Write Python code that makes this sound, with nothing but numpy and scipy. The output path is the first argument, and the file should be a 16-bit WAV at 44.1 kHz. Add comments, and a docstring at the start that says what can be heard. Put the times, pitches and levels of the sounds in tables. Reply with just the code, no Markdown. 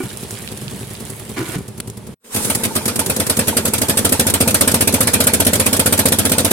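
"""A building site, the microphone close beside a steel wheelbarrow. Wet concrete pours in from a mixer's
gate while its one-cylinder diesel thuds along; the gate scrapes shut and last stones drop.
After a short break the microphone is above the site: the mixer's diesel runs on while a second, louder
diesel speeds up to lift the hoist's skip, its exhaust slapping back from the walls."""
import sys
import numpy as np
from scipy import signal
from scipy.fft import rfft, irfft, next_fast_len
from scipy.io import wavfile
from scipy.ndimage import uniform_filter1d, map_coordinates

SR = 44100
rng = np.random.default_rng(int(sys.argv[2]) if len(sys.argv) > 2 else 0)


def master(y):
    """Save y as 16-bit WAV."""
    cut = np.clip(np.atleast_2d(y).T, -1, 1)
    pcm = np.round(cut * 32767)  # scale
    wavfile.write(sys.argv[1], SR, pcm.astype(np.int16))


N = 287532
TIME = np.arange(N) / SR


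def amp(db):
    """Decibels to gain."""
    return 10 ** (np.asarray(db) / 20)


def unit(x):
    """Scale to rms 1."""
    return x / np.sqrt(np.mean(x ** 2) + 1e-20)


def along(points, hz):
    """Read (pitch_hz, value) rows on a log frequency axis."""
    pitches, values = np.transpose(points)
    return np.interp(np.log(hz + 1), np.log(pitches + 1), values)


def curve(rows):
    """Join (time_s, value) rows, one value per sample."""
    return np.interp(TIME, *np.transpose(rows))


def wobble(rate):
    """A smooth random curve, rate knots a second."""
    return map_coordinates(rng.standard_normal(int(N * rate / SR) + 4), [TIME * rate])


def swell(start, attack, hold, t60):
    """Envelope of one sound that rises, holds and dies."""
    age = TIME - start
    return np.clip(age / attack, 0, 1) * amp(-60 * np.maximum(age - attack - hold, 0) / t60)


def blows(times, db):
    """One impulse per event."""
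    return np.bincount(np.round(np.asarray(times) * SR).astype(int), amp(db), N)[:N]


def puffs(times, db, rise, hold, t60):
    """Envelope of bursts that open, blow for a moment and die."""
    t = TIME[:SR // 4]
    shape = (1 - np.exp(-(t / rise) ** 2)) * amp(-60 * np.maximum(t - hold, 0) / t60)
    return np.sqrt(np.abs(signal.fftconvolve(blows(times, db) ** 2, shape ** 2)[:N]))


def filtered(x, response):
    """Filter x by a complex response of frequency."""
    size = 2 * next_fast_len(N // 2 + SR // 4)
    return irfft(rfft(x, size) * response(np.fft.rfftfreq(size, 1 / SR)), size)[..., :N]


def low_cut(x, hz):
    """Roll off the bass below hz."""
    return filtered(x, lambda f: f ** 3 / np.sqrt(f ** 6 + hz ** 6))


def resonate(x, hz, width):
    """One resonance; width is a share of its pitch."""
    edges = np.clip([hz / (1 + width), hz * (1 + width)], 20, [.4 * SR, .45 * SR])
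    return signal.lfilter(*signal.butter(1, edges, "bandpass", fs=SR), x)


def ringing(x, colour):
    """Causal colour of unit energy: the body rings only after it is hit."""
    def response(hz):
        cepstrum = irfft(np.log(amp(along(colour, hz))))
        half = len(cepstrum) // 2
        causal = np.r_[cepstrum[0], 2 * cepstrum[1:half], np.zeros(half)]
        return unit(np.exp(rfft(causal)))
    return filtered(x, response)


def struck(hits, modes):
    """Every (start_s, level_db) blow rings the modes at new strengths."""
    t, out = TIME[:SR // 4], np.zeros(N)
    hz, level, t60 = np.transpose(modes)[:, :, None]
    for start, db in hits:
        strength, phase = rng.standard_normal((2, len(modes), 1))
        decay = amp(db + level + 2 * strength - 60 * t / t60)
        ring = np.sum(decay * np.sin(2 * np.pi * hz * t + phase), axis=0)
        span = out[round(start * SR):][:len(t)]
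        span += (ring * (1 - np.exp(-t / 0.0016)))[:len(span)]
    return out


def patchy(pair, depth_db):
    """Colour that shifts from moment to moment: a random gain field over frequency and time."""
    spectra = signal.stft(pair, nperseg=512)[2]
    field = uniform_filter1d(rng.standard_normal(spectra.shape[1:]), size=4, axis=0)
    field = unit(uniform_filter1d(field, size=6, axis=1))
    return unit(signal.istft(spectra * amp(depth_db * field), nperseg=512)[1][:, :N])


def grains(rate, scatter_db):
    """Random contacts of stones of six sizes, each size with its own pitch; a few hit much harder."""
    out = np.zeros((2, N))
    for hz in np.geomspace(500, 13000, 6):
        when, luck, left, right = rng.random((int(rate * N / SR / 6), 4)).T
        force = amp(-scatter_db * np.log(np.maximum(luck, .01)))
        train = [np.bincount((when * N).astype(int), force * (side - .5), N) for side in (left, right)]
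        out += resonate(np.array(train), hz, width=.3)
    return unit(out)


def firing_times(speed):
    """When an engine fires, given (time_s, firings_per_s) rows."""
    running = (TIME >= speed[0][0]) & (TIME < speed[-1][0])
    cycles = np.cumsum(curve(speed) * running) / SR
    return TIME[1:][np.diff(np.ceil(cycles)) > 0]


# How alike the microphone's left and right sides are: pitch_hz, correlation
STEREO_LIKENESS = [(60, 1), (290, 1), (640, 0.57), (1400, 0.11), (3000, 0.33), (9000, 0.12), (15000, 0.3)]
def spread(pair, colour, lead_ms=0):
    """Two unrelated signals as one coloured stereo sound of rms 1, the left side lead_ms ahead."""
    def mid_and_side(hz):
        angle = np.arccos(np.clip(along(STEREO_LIKENESS, hz), -1, 1)) / 2
        return amp(along(colour, hz)) * [np.cos(angle), np.sin(angle)]
    mid, side = filtered(pair, mid_and_side)
    right = filtered(mid - side, lambda hz: np.exp(-2j * np.pi * hz * lead_ms / 1000))
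    return unit(np.array([mid + side, right]))


def noise(colour, lead_ms=0):
    """Coloured stereo noise."""
    return spread(rng.standard_normal((2, N)), colour, lead_ms)


# Decay of the site around the microphone: pitch_hz, t60_s
SITE_DECAY = [(100, 0.13), (500, 0.16), (3000, 0.45), (12000, 0.41)]
def site_echo(x):
    """Diffuse answer of the site, drifting through four different tails."""
    out = np.zeros((2, N))
    for k in range(4):
        hz, t, spectra = signal.stft(rng.standard_normal((2, SR // 3)), SR, nperseg=256)
        decay = amp(-60 * t / along(SITE_DECAY, hz)[:, None])
        mid, side = signal.istft(spectra * decay, SR, nperseg=256)[1]
        tail = np.array([mid + side / 2, mid - side / 2])
        share = np.maximum(np.cos(2 * np.pi * (3.7 * TIME - k / 4)), 0)
        out += signal.fftconvolve((x * share)[None], tail / np.linalg.norm(tail[0]), axes=1)[:, :N]
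    return out


# The yard's background, from beside the barrow: pitch_hz, level_db
YARD_COLOUR = [(25, -32), (60, -15), (120, 6.5), (210, 1), (290, -18), (400, -4.5), (680, -18),
               (1800, -21.5), (3500, -22.5), (6400, -27.5), (10000, -20.5), (16000, -42)]
def yard():
    """A faint, steady rumble behind the close sounds."""
    return amp(-37.5) * noise(YARD_COLOUR)


# The machinery, from above the site: pitch_hz, level_db
DIN_COLOUR = [(15, -43), (25, -38), (64, -11), (149, -13.5), (223, 3), (344, -12.5), (451, 1), (734, -12),
              (911, -9.5), (1020, -11), (3080, -17.5), (6210, -17.5), (8830, -10.5), (14400, -22),
              (16000, -28.5)]
def machinery_din():
    """A wavering din that grows 2 dB with each doubling of the hoist engine's speed."""
    level_db = -26.5 + 2 * hoist_octaves(TIME) + 0.88 * wobble(25)
    return amp(level_db) * patchy(noise(DIN_COLOUR, lead_ms=0.089), depth_db=2.5)


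# Hiss near the engines, also blown at each firing of the mixer: pitch_hz, level_db
HISS_COLOUR = [(500, -4), (1500, -5.5), (3000, -6), (6500, -3), (8800, 3), (11000, 2.5), (13000, -5.5),
               (16000, -10)]
def hissing_rush():
    """One brief hiss as the sound from above opens."""
    envelope = swell(start=2.3, attack=.06, hold=0.13, t60=0.57)
    return envelope * amp(-23.5 + 1.2 * wobble(60)) * noise(HISS_COLOUR, lead_ms=.11)


# The mixer's engine speed, from beside the barrow and from above: time_s, firings_per_s
MIXER_SPEED_CLOSE = [(.029, 10.31), (2.15, 10.31)]
MIXER_SPEED_ABOVE = [(2.344, 9.83), (6.53, 9.39)]
# Knocks within one engine cycle: delay_s, level_db
CYCLE_KNOCKS = [(0, -11.5), (.008, 0), (.026, -1.5), (.055, -10), (.072, -8), (.086, -9.5)]
# The mixer's exhaust pipe: pitch_hz, level_db
MIXER_EXHAUST = [(25, -24.5), (50, -16.5), (75, 4), (115, -3), (160, -7), (212, 2.5), (290, -9), (410, -7),
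                 (600, -18.5), (1000, -24.5), (4000, -52.5)]
# The drum's shell and a loose cover: pitch_hz, level_db, t60_s
DRUM_MODES = [(76, -9, 0.18), (111, -4, 0.099), (125.4, -1.5, 0.13), (201.7, -8.5, 0.31)]
COVER_MODES = [(894, 1.5, 0.066), (926, -6, 0.041), (1440, -12, 0.044)]
def mixer_engine(speed, thump_db, shell_db, hiss_db, cover_db, echo_db, lead_ms):
    """A slow diesel: each firing thumps, hisses and shakes the drum; knocks and a cover ring between."""
    firings = firing_times(speed)
    shell_luck, hiss_luck, cover_luck, *knock_luck = rng.normal(size=(len(firings), 9)).T
    kicks = sum(blows(firings + delay, thump_db + db + luck)
                for (delay, db), luck in zip(CYCLE_KNOCKS, knock_luck))
    thump = ringing(kicks, MIXER_EXHAUST)
    shell = struck(zip(firings + 0.0053, shell_db + shell_luck), DRUM_MODES)
    gas = puffs(firings, hiss_db + 1.3 * hiss_luck, rise=0.0021, hold=0.0076, t60=0.05)
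    hiss = gas * noise(HISS_COLOUR, lead_ms)
    cover = struck(zip(firings + .058, cover_db + 1.5 * cover_luck), COVER_MODES)
    # much of the thump reaches the microphone by way of the surroundings
    return thump + amp(echo_db) * site_echo(thump) + shell + hiss + cover


# The hoist engine idles, is throttled up and settles on its governor: time_s, firings_per_s
HOIST_RUN_UP = [(2.359, 7.21), (2.528, 7.21), (3.617, 11.85), (4.582, 15.115), (6.53, 15.368)]
def hoist_octaves(times):
    """Speed of the hoist engine, in octaves from full speed."""
    return np.log2(np.interp(times, *np.transpose(HOIST_RUN_UP)) / HOIST_RUN_UP[-1][1])


# The hoist's pipe, exhaust gas and engine block, from above: pitch_hz, level_db
HOIST_EXHAUST = [(25, -18), (48, -16), (85, 4.5), (130, -2.5), (170, 1), (245, 3), (360, -8), (460, -1),
                 (640, -10.5), (850, -19), (1500, -36.5), (4000, -77)]
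GAS_COLOUR = [(700, -17.5), (2500, -19), (5000, -14), (6800, -10.5), (8600, 2.5), (9700, -1.5), (11300, 1),
              (13000, -4.5), (16000, -17)]
BLOCK_COLOUR = [(290, -38), (500, -8.5), (666, -6), (752, -16.5), (898, -11.5), (1020, -13), (1410, -8),
                (2080, -12), (2400, -8.5), (2890, -12.5), (3340, -10), (5870, -14), (7000, -16.5),
                (9100, -41), (15400, -120)]
# Paths from the exhaust to the microphone, direct and by ground and walls: delay_s, gain
EXHAUST_PATHS = [(0, 0.45), (0.012, 0.17), (0.0196, 0.31), (0.0211, 0.28), (0.0228, .22), (.0331, 0.11),
                 (0.0377, 0.057)]
def hoist_engine():
    """Each firing thumps through the pipe, blows a rasp of gas and rattles the block, harder at speed."""
    firings = firing_times(HOIST_RUN_UP)
    octaves = hoist_octaves(firings)
    push_luck, blow_luck = rng.standard_normal((len(firings), 2)).T
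    push_db = 3.5 + 6.5 * octaves + 1.2 * push_luck
    blow_db = 5 * octaves + .6 * blow_luck
    thump = ringing(blows(firings, push_db), HOIST_EXHAUST)
    slaps = filtered(thump, lambda hz: sum(gain * np.exp(-2j * np.pi * hz * delay)
                                           for delay, gain in EXHAUST_PATHS))
    blast = puffs(firings + 0.00036, blow_db - 8.5, rise=0.0017, hold=0.006, t60=0.071)
    afterblow = puffs(firings + 0.0063, blow_db - 28, rise=0.015, hold=0.016, t60=0.11)
    rasp = patchy(noise(GAS_COLOUR, lead_ms=0.12), depth_db=3) * amp(0.94 * wobble(500))
    shake = puffs(firings, blow_db - 14.5, rise=0.0035, hold=0.004, t60=0.16)
    clatter = patchy(noise(BLOCK_COLOUR, lead_ms=0.088), depth_db=3) * amp(0.76 * wobble(300))
    echo = low_cut(site_echo(thump), hz=125)  # longer waves pass the site's clutter without scattering
    return slaps + echo + (blast + afterblow) * rasp + shake * clatter


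GATE_MOVES_S, GATE_SHUT_S = 1.362, 1.558
# Steel grinding on grit, close up: pitch_hz, level_db
GRIND_COLOUR = [(88, -40), (150, -16), (259, -4), (286, 5), (457, -10), (601, -25), (649, -12),
                (923, -22.5), (998, -11), (1360, -18), (2270, -13.5), (2500, -19), (4240, -24),
                (11000, -31), (16000, -39)]
# The gate clanking in its guides; clods landing and the gate reaching its stop: start_s, level_db
GATE_CLANKS = [(.003, -20.5), (1.368, -23), (1.384, -24.5), (1.412, -22), (1.478, -26.5), (1.542, -27),
               (1.553, -26)]
BARROW_KNOCKS = [(.036, -22), (.622, -22), (.66, -24), (.731, -19.5), (.775, -30), (1.409, -26),
                 (1.556, -12.5)]
# The gate plate and the barrow's sheet steel: pitch_hz, level_db, t60_s
GATE_MODES = [(259, -1, 0.069), (325, -1, 0.086), (378, 1.5, 0.063), (436, -12, 0.04), (782, -10.5, 0.055),
              (1024, -12, 0.054), (1190, -9.5, .05), (1443, -3, 0.037), (1780, -15, 0.06),
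              (2320, -11, 0.043), (2860, -16, .04)]
BARROW_MODES = [(65, -29, 0.053), (129, 0.5, 0.11), (189, -4, 0.18), (280, -10.5, 0.1)]
def gate_and_barrow():
    """The steel gate grinds over grit and clanks; heavy clods ring the loaded barrow dully."""
    # it grinds hardest on breaking loose, and again crushing grit just before its stop
    shove = amp(-26.5) * swell(GATE_MOVES_S, attack=0.0081, hold=0.021, t60=0.59) * (TIME < GATE_SHUT_S)
    jam = amp(-25.5) * swell(GATE_SHUT_S - 0.028, attack=0.028, hold=0, t60=0.085)
    pressure = (shove + jam) * amp(2.2 * wobble(130))
    grind = pressure * spread(grains(rate=9000, scatter_db=3), GRIND_COLOUR)
    steel = struck(GATE_CLANKS, GATE_MODES) + struck(BARROW_KNOCKS, BARROW_MODES)
    return grind + steel + amp(0.5) * site_echo(steel)


# The barrow's bare rim, close up: pitch_hz, level_db, t60_s
RIM_MODES = [(1190, -5, .015), (3278, -2, .014), (4177, 0, .016), (9835, -2, .014)]
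def stone_on_rim(start_s=1.8015, bounce_s=0.0033):
    """A late stone cracks twice on the bare steel, which rings briefly."""
    cracks = sum(swell(s, attack=0.00025, hold=.0004, t60=0.0074) for s in (start_s, start_s + bounce_s))
    return amp(-15.5) * cracks * noise(GRAVEL_COLOUR) + struck([(start_s, -17)], RIM_MODES)


# Wet gravel landing close to the microphone: pitch_hz, level_db
GRAVEL_COLOUR = [(120, -23), (280, 2.5), (700, -6.5), (1200, -9), (3200, -9), (6200, -14.5), (9000, -6),
                 (11000, -7.5), (13000, -16.5), (16000, -20)]
# The largest stones striking: start_s, level_db, pitch_hz
STONE_TICKS = [(.104, -23, 3600), (.173, -21, 9000), (.3085, -16.5, 9000), (.476, -19, 2700),
               (.488, -24, 3600), (.575, -22, 9000), (.681, -21, 3200), (.952, -24, 4000),
               (1.052, -23, 9500), (1.102, -19, 9500), (1.9, -21, 8000)]
def concrete_pour():
    """Wet gravel slithers and lands in clumps until the gate cuts it to a dribble; single stones tick."""
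    closing = np.clip((TIME - GATE_MOVES_S) / (GATE_SHUT_S - GATE_MOVES_S), 0, 1)
    # the stream thins as the mixer empties; the closing gate presses the last of it out faster
    stream_db = -33.5 - 2.5 * TIME + 8.5 * closing
    dribble_db = -41 - 60 * (TIME - GATE_SHUT_S)
    clumps_db = 1.1 * wobble(70) + .6 * wobble(10)
    flow = amp(np.where(TIME < GATE_SHUT_S, stream_db, dribble_db) + clumps_db)
    contacts = grains(rate=8000, scatter_db=3.5) + .35 * grains(rate=150, scatter_db=3)
    slither = .6 * rng.standard_normal((2, N))
    out = flow * patchy(spread(contacts + slither, GRAVEL_COLOUR), depth_db=2)
    t = TIME[:SR // 20]
    decay = amp(-60 * t / 0.0051) + 0.28 * amp(-60 * t / .04)
    for start, db, hz in STONE_TICKS:
        tick = unit(resonate(rng.standard_normal((2, len(t))), hz, width=0.17))
        out[:, round(start * SR):][:, :len(t)] += amp(db) * tick * decay
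    return out


# The sound fades out and in between the two microphone positions: time_s, level_db
BREAK_FADE = [(2.14, 0), (2.152, -38), (2.2, -48), (2.238, -28), (2.246, -13), (2.29, -12), (2.335, 0)]
def scene(break_s=2.2):
    """First beside the wheelbarrow, then above the hoist; both lean a little to the right."""
    close = mixer_engine(MIXER_SPEED_CLOSE, thump_db=-14.5, shell_db=-33, hiss_db=-33,
                         cover_db=-47.5, echo_db=5.5, lead_ms=0)
    close += concrete_pour() * amp([[-.8], [.8]]) + stone_on_rim() + gate_and_barrow() + yard()
    background = machinery_din() + hissing_rush()
    mixer = mixer_engine(MIXER_SPEED_ABOVE, thump_db=-5.5, shell_db=-25, hiss_db=-15.5,
                         cover_db=-24, echo_db=5, lead_ms=0.15)
    above = background + low_cut(mixer, hz=124) + hoist_engine()
    return np.where(TIME < break_s, close, above) * amp(curve(BREAK_FADE)) * amp([[-.65], [.65]])


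def record(dry):
    """Peaks stop at full scale; nothing is kept above 16.1 kHz."""
    return filtered(np.clip(dry, -1, 1), lambda hz: hz < 16100)


dry = scene()
out = record(dry)
master(out)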